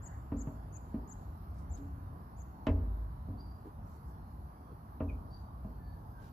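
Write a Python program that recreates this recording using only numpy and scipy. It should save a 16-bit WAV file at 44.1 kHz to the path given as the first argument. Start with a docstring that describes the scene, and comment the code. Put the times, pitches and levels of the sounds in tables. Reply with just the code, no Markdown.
"""Steps on a hollow metal box in a park

Someone steps on and off a hollow tread-plate box a few metres away. Each shoe taps the lid,
then the body's weight lands and makes the box boom. Shoes brush the box and rustle dead leaves.
A near bird repeats one zigzag call, others whistle far off, and far traffic rumbles underneath."""
import sys
import numpy as np
from scipy import signal
from scipy.fft import rfft, irfft
from scipy.io import wavfile
from scipy.ndimage import uniform_filter1d

SR = 44100
rng = np.random.default_rng(int(sys.argv[2]) if len(sys.argv) > 2 else 0)


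def transcribe(signal):
    """Save signal, clipped to [-1, 1], as a 16-bit WAV file at the path in sys.argv[1]."""
    frames = np.atleast_2d(signal).T
    limited = np.clip(frames, -1, 1)
    pcm = np.round(limited * 32767).astype(np.int16)
    wavfile.write(sys.argv[1], SR, pcm)


N = 278712

# Footsteps: t/s, sole level/dB, heel level/dB, heel cut-off/Hz (higher is harder), weight level/dB,
# weight delay/s, place on the lid/0-1, thud level/dB, thud f/Hz, thud t60/s (time to fade by 60 dB)
STEPS = [(0.319, -3.5, -11, 1240, -9, 0.023, 0.06, -31, 71.4, 0.11),
         (0.469, -15, -18.5, 1420, -26, 0.0098, 0.63, -22.5, 135, 0.044),
         (0.941, -5.5, -20, 1530, -30, 0.0082, .5, -28.5, 232.6, 0.13),
         (2.668, -2, 0.5, 3100, 2, 0.02, 0.03, -37, 87, 0.17),
         (3.283, -9, -24, 706, -15, 0.0138, 0.15, -26.5, 93.3, 0.13),
         (5.003, -6, -8, 1300, -8.5, 0.018, 0, -31, 88.5, 0.15),
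         (5.645, -18, -24, 1230, -11.5, 0.0118, .5, -34.5, 204, 0.106)]
# How alike a noise is in the two ears: f/Hz, likeness/0-1
EAR_LIKENESS = [(60, 1), (130, 0.95), (280, 0.93), (700, 0.82), (1300, 0.38), (2200, 0.36), (4000, 0.057),
                (13000, .02)]


def amp(db):
    """Turns decibels into a gain to multiply by."""
    return 10 ** (np.asarray(db) / 20)


def unit_rms(x):
    """Scales a signal so that its average size (rms) is 1."""
    return x / np.sqrt(np.mean(x ** 2) + 1e-20)


def look_up(points, hz):
    """Reads between a table's rows on a log-frequency axis."""
    f, value = np.transpose(points)
    return np.interp(np.log(hz + 1), np.log(f + 1), value)


def add(mix, start_s, sound):
    """Adds a mono or stereo sound to the mix."""
    part = mix[:, max(round(start_s * SR), 0):][:, :sound.shape[-1]]
    part += sound[..., :part.shape[1]]


def filtered(x, hz, kind, order=2):
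    """Keeps what is below ("low") or above ("high") a frequency."""
    return signal.sosfilt(signal.butter(order, min(hz, .45 * SR), kind, fs=SR, output="sos"), x)


def noise_pair(count, likeness):
    """Left and right white noise; likeness 1 makes them the same."""
    a, b = rng.standard_normal((2, count))
    return np.array([a, likeness * a + np.sqrt(1 - likeness ** 2) * b])


def wander(smooth_samples):
    """Half a second of random drift; more smoothing makes it slower."""
    return unit_rms(uniform_filter1d(rng.standard_normal(SR // 2), smooth_samples))


def coloured(x, spectrum):
    """Gives a noise the shape of a spectrum, at rms 1."""
    hz = np.fft.rfftfreq(x.shape[-1], 1 / SR)
    return unit_rms(irfft(rfft(x) * amp(look_up(spectrum, hz)), x.shape[-1]))


def fading(x, t60s):
    """Lets each band fade at its own speed, given as rows of f/Hz, t60/s."""
    hz, t, bands = signal.stft(x, SR, nperseg=256)
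    bands *= amp(-60 * t / look_up(t60s, hz)[:, None])
    return signal.istft(bands, SR, nperseg=256)[1][:, :x.shape[-1]]


def echoes(x, t60s, first_s):
    """Sound scatters back from trunks and ground, about 3000 echoes a second."""
    t = np.arange(SR) / SR
    bounces = rng.standard_normal((2, SR)) * (rng.random((2, SR)) < 3000 / SR) * (t > first_s)
    tail = fading(bounces, t60s)
    return signal.fftconvolve(x.mean(0)[None], tail / np.linalg.norm(tail[0]), axes=1)[:, :N]


def air_noise(spectrum, patchy_db, left_lag_s=0.00042):
    """Steady noise with drifting patches; it comes from the right and reaches the left ear late."""
    # Balance between the ears: f/Hz, left minus right level/dB
    balance = [(60, 0.5), (250, -0.5), (370, 1.5), (670, -1), (1220, -4), (2240, -2), (4090, 3.5),
               (7480, 2.5), (13000, -0.2)]
    frames, hz = N // 1024 + 5, np.fft.rfftfreq(4096, 1 / SR)
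    a, b, c, d, patches = rng.standard_normal((frames, len(hz), 5)).T
    patches = unit_rms(uniform_filter1d(uniform_filter1d(patches, 24, 0), 5, 1))
    likeness = look_up(EAR_LIKENESS, hz)[:, None]
    right = a + 1j * b
    left = likeness * right + np.sqrt(1 - likeness ** 2) * (c + 1j * d)
    lag_s = left_lag_s * hz / np.hypot(hz, 400)  # bass arrives nearly in step
    delay = np.exp(-2j * np.pi * hz * lag_s)[:, None]
    lean = amp(look_up(balance, hz) / 2)[:, None]
    bands = np.array([left * delay * lean, right / lean])
    bands *= amp(look_up(spectrum, hz)[:, None] + patchy_db * patches)
    bands /= np.sqrt(1 + likeness * delay.real)  # the spectrum is that of both ears added
    noise = signal.istft(bands, nperseg=4096, noverlap=3072)[1][:, :N]
    return noise / np.std(noise.mean(0))


def traffic(rumble_hz=220, roar_hz=1300, lull_s=4.62, lull_width_s=0.26, lull_db=-3):
    """Far engines rumble with one lull; tyres roar steadily while their hiss slowly fades."""
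    # Tone of the far road: f/Hz, relative level/dB
    road_spectrum = [(22, -28.5), (40, -4), (70, 2), (124, -9), (188, -13), (285, -21.5), (380, -28.5),
                     (520, -33), (720, -28), (1050, -30.5), (1800, -45), (2300, -53.5), (3200, -58),
                     (6000, -100)]
    t = np.arange(N) / SR
    road = amp(-45.5) * air_noise(road_spectrum, patchy_db=1.5)
    rumble, below_hiss = (signal.sosfiltfilt(signal.butter(3, hz, fs=SR, output="sos"), road)
                          for hz in (rumble_hz, roar_hz))
    roar, hiss = below_hiss - rumble, road - below_hiss
    lull = np.exp(-((t - lull_s) / lull_width_s) ** 2)
    return rumble * amp(-0.48 + lull_db * lull) + roar * amp(1.7) + hiss * amp(3 - 0.77 * t)


def high_hiss():
    """A faint, high hiss hangs behind everything."""
    # Tone of the hiss: f/Hz, relative level/dB
    hiss_spectrum = [(1760, -22), (3000, -15), (4440, -5.5), (8160, -21), (11700, -2.5), (12500, -1.5),
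                     (13000, -1.5)]
    return amp(-72.5) * air_noise(hiss_spectrum, patchy_db=3.0)


def scuffs(grain_db=1.5, snaps_per_s=260, snap_gain=0.5):
    """Shoes brush the box and dead leaves: short swishes with tiny dry snaps."""
    # Swishes: t/s, length/s, level/dB, centre f/Hz, width/octaves
    swishes = [(0.0, 0.25, -66.5, 1670, 0.21), (1.507, 0.17, -76, 6500, 0.7), (1.731, 0.09, -72, 4270, 1),
               (1.754, 0.15, -59, 337, 0.35), (3.634, 0.074, -49.5, 325, 0.27),
               (3.8, 0.24, -79.5, 6360, 0.34), (4.038, 0.11, -82.5, 7100, 0.35),
               (4.677, 0.09, -55, 330, 0.38), (6.164, 0.18, -72, 2900, 0.95)]
    out, size = np.zeros((2, N)), SR // 2
    for start, length, db, hz, octaves in swishes:
        count = int(length * SR)
        band = [(hz * 2 ** (k * octaves), -4 * k ** 2) for k in range(-5, 6)]
        grains = amp(grain_db * wander(150))
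        snaps = uniform_filter1d(1. * (rng.random(size) < snaps_per_s / SR), 30)
        rub = noise_pair(size, look_up(EAR_LIKENESS, hz)) * (1 + snap_gain * unit_rms(snaps))
        swish = unit_rms((coloured(rub, band) * grains)[:, :count])
        add(out, start, amp(db) * swish * signal.windows.hann(count))
    return out


def whistle(hz, waver):
    """An almost pure tone that follows a slightly unsteady pitch."""
    unsteady_hz = hz * (1 + waver * wander(40)[:len(hz)])
    return np.sin(2 * np.pi * np.cumsum(unsteady_hz) / SR)


def zigzag(climb_s, top_hz, bottom_hz, climb_hz=750, dive_s=0.022, flick_s=.012, flick_hz=1580):
    """One call: the pitch climbs, dives, then flicks quickly upward."""
    t = np.arange(0, climb_s + dive_s + flick_s, 1 / SR)
    climb = np.clip(t / climb_s, 0, 1)
    dive = np.clip((t - climb_s) / dive_s, 0, 1)
    flick = np.clip((t - climb_s - dive_s) / flick_s, 0, 1)
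    hz = (top_hz - climb_hz * np.cos(np.pi * climb / 2) ** 2
          - (top_hz - bottom_hz) * np.sin(np.pi * dive / 2) ** 2 + flick_hz * flick ** 2)
    # The call swells as it climbs; the flick is pushed hardest.
    db = -13.5 * (1 - climb) + 5 * np.sin(np.pi * flick) + wander(160)[:len(t)]
    return amp(db) * whistle(hz, waver=0.0032) * signal.windows.tukey(len(t), .1)


def near_bird(right_db=-20, echo_right_db=-7):
    """A bird calls on the left, blurred by near branches and trailed by the trees' echo."""
    # Calls: t/s, climb length/s, level/dB, top f/Hz, bottom f/Hz
    calls = [(0.018, 0.029, -52, 7540, 6570), (0.366, 0.027, -51.5, 7320, 6450),
             (0.722, 0.019, -54, 7090, 6420), (1.073, .026, -53, 7330, 6430),
             (1.697, .029, -55.5, 7350, 6380), (2.363, 0.029, -61, 7260, 6370)]
    out = np.zeros((2, N))
    for start, climb_s, db, top_hz, bottom_hz in calls:
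        add(out, start, amp(db) * zigzag(climb_s, top_hz, bottom_hz))
    branches = amp(-6) * echoes(out, [(6000, 0.065), (8000, 0.046)], first_s=0.0011)
    trees = amp(-11) * echoes(out, [(6000, 0.28), (8000, 0.85)], first_s=0.0014)
    return (out + branches) * amp([[0], [right_db]]) + trees * amp([[0], [echo_right_db]])


def lid_clicks():
    """Grit and the lid's frame click under the shoe."""
    # Clicks: t/s, level/dB, t60/s, cut-off/Hz (higher is brighter)
    clicks = [(0.317, -56, 0.046, 1050), (0.939, -64, 0.047, 1500), (2.672, -35.5, 0.0048, 6500),
              (2.677, -54, 0.29, 8050), (5.638, -60, 0.027, 2500)]
    spectrum = [(300, 9.0), (1400, -11), (3000, -24), (4500, -15), (8000, -28), (12000, -41)]
    out, t = np.zeros((2, N)), np.arange(SR) / SR
    for start, db, t60, bright_hz in clicks:
        crack = coloured(noise_pair(SR, 0.7), spectrum) * amp(db - 60 * t / t60)
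        add(out, start, filtered(crack, bright_hz, "low"))
    return out


def box_ring(place, node_depth=0.65, right_lag_s=.00005):
    """One blow rings the box's own notes; a note is weaker if the foot is near its still spot (node)."""
    # Notes of the panels and the air inside: f/Hz, level/dB, t60/s
    notes = [(54, -28, 1.0), (86, -24, .58), (239, -32, .45), (279, -27, .34), (393, -43, .55),
             (447, -43, .48), (463, -46, .42), (522, -47, .42), (633, -32, .24), (840, -50, .3),
             (899, -50, .35), (985, -51, .55), (1063, -47, .35), (1130, -52, .22), (1215, -43, .18),
             (1375, -46, .13), (1507, -52, .12), (1690, -51, .13), (1863, -49, .14), (2169, -50, .11),
             (2382, -47, .13), (2660, -41, .13), (2954, -47, .11), (3844, -59, .1)]
    # The plate's many weaker notes, played as noise: f/Hz, relative level/dB
    plate_spectrum = [(40, 6), (110, -12.5), (270, -3.5), (370, -17), (520, -5.5), (640, -5), (900, -6.5),
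                      (1300, -19), (1700, -18.5), (3200, -23.5), (4500, -35), (9000, -45)]
    # How long those weaker notes ring: f/Hz, t60/s
    plate_t60s = [(80, 0.51), (300, 0.72), (700, 0.18), (1300, 0.18), (3000, 0.12), (8000, 0.056)]
    t = np.arange(SR) / SR
    ear_times = np.array([t, t - right_lag_s])
    bass = filtered(coloured(noise_pair(SR, 1.0), plate_spectrum), 490, "low")
    # The treble scatters from all panels, so the ears hear it less alike.
    treble = filtered(coloured(noise_pair(SR, 0.3), plate_spectrum), 870, "high")
    ring = amp(-29) * fading(bass + treble, plate_t60s)
    for k, (hz, db, t60) in enumerate(notes):
        strength = 1 - node_depth * np.sin(np.pi * k * place) ** 2
        side = (-1) ** (k // 2)  # some panels swing in while others swing out
        ring -= side * strength * amp(db - 60 * t / t60) * np.sin(2 * np.pi * hz * ear_times)
    return ring


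def footfalls():
    """The hard heel rings the high notes, the soft sole the middle, the slow weight the lowest."""
    out = np.zeros((2, N))
    for start, sole_db, heel_db, heel_hz, weight_db, delay, place, *_ in STEPS:
        ring = box_ring(place)
        heel = filtered(filtered(ring, heel_hz, "low"), 400, "high", order=4)
        sole = filtered(filtered(ring, 320, "low", order=4), 130, "high")
        add(out, start, amp(heel_db) * heel + amp(sole_db) * sole)
        add(out, start + delay, amp(weight_db) * filtered(ring, 110, "low", order=3))
    return out


def soft_tone(hz, t60, rise_s, length_s):
    """A pure tone that starts softly and dies away."""
    t = np.arange(int(length_s * SR)) / SR
    return amp(-60 * t / t60) * (1 - np.exp(-t / rise_s)) * np.sin(2 * np.pi * hz * t)


def thuds(lead_s=0.00658):
    """The soft sole lands flat just before the weight and pushes air for a few cycles."""
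    out = np.zeros((2, N))
    for start, *_, delay, _place, db, hz, t60 in STEPS:
        add(out, start + delay - lead_s, amp(db) * soft_tone(hz, t60, rise_s=0.0035, length_s=0.5))
    return out


def far_birds(flutter_db=3.5, wobble_hz=34):
    """Far birds whistle single sliding, fluttering notes, half lost in their echoes."""
    # Whistles: t/s, length/s, level/dB, start f/Hz, middle f/Hz, end f/Hz
    notes = [(0.745, 0.035, -76, 2680, 2570, 2300), (3.369, 0.063, -65, 4350, 4700, 4750),
             (3.399, 0.172, -72.5, 4700, 4676, 4800), (5.08, 0.041, -58.5, 2720, 2403, 2210),
             (5.301, 0.079, -62.5, 4530, 4644, 4510), (5.809, 0.157, -74.5, 4560, 4510, 4500),
             (5.769, 0.26, -72, 1780, 1710, 1624), (6.132, 0.13, -63.5, 1570, 1566, 1660)]
    out = np.zeros((2, N))
    for start, length, db, *pitches_hz in notes:
        count = int(length * SR)
        progress = np.linspace(0, 1, count)
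        flutter = unit_rms(amp(flutter_db * wander(300)[:count]))
        hz = np.interp(progress, [0, .5, 1], pitches_hz) + wobble_hz * wander(300)[:count]
        add(out, start, amp(db) * flutter * whistle(hz, waver=0.01) * np.sin(np.pi * progress))
    branches = echoes(out, [(2300, 0.18), (4600, 0.056)], first_s=.002)
    trees = echoes(out, [(2300, 0.22), (4600, 0.61)], first_s=.003)
    return out + amp(-5) * (branches + trees)


def load_shifts():
    """The box rings softly as the load on it shifts."""
    # Soft rings: t/s, level/dB, f/Hz, t60/s
    rings = [(1.59, -35.5, 71, 0.49), (1.78, -44.5, 280, 1.0), (2.822, -26, 52.5, 1),
             (5.123, -27.5, 53.6, 0.18)]
    out = np.zeros((2, N))
    for start, db, hz, t60 in rings:
        add(out, start, amp(db) * soft_tone(hz, t60, rise_s=0.0078, length_s=1))
    return out


def scene():
    """The box and its echo, the scuffs, the birds and the background, added together."""
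    box = footfalls() + thuds() + lid_clicks() + load_shifts()
    echo = amp(-24) * echoes(box, [(200, 0.39), (1000, 0.96), (3000, 0.41)], first_s=0.081)
    return box + echo + scuffs() + near_bird() + far_birds() + traffic() + high_hiss()


def record(dry, low_cut_hz=37, high_cut_hz=13080):
    """The microphone cuts away the deepest bass and the highest treble."""
    low_cut = signal.butter(4, low_cut_hz, "high", fs=SR, output="sos")
    high_cut = signal.firwin(511, high_cut_hz, window=("kaiser", 9), fs=SR)
    return signal.oaconvolve(signal.sosfiltfilt(low_cut, dry), high_cut[None], "same")


dry = scene()
out = record(dry)
transcribe(out)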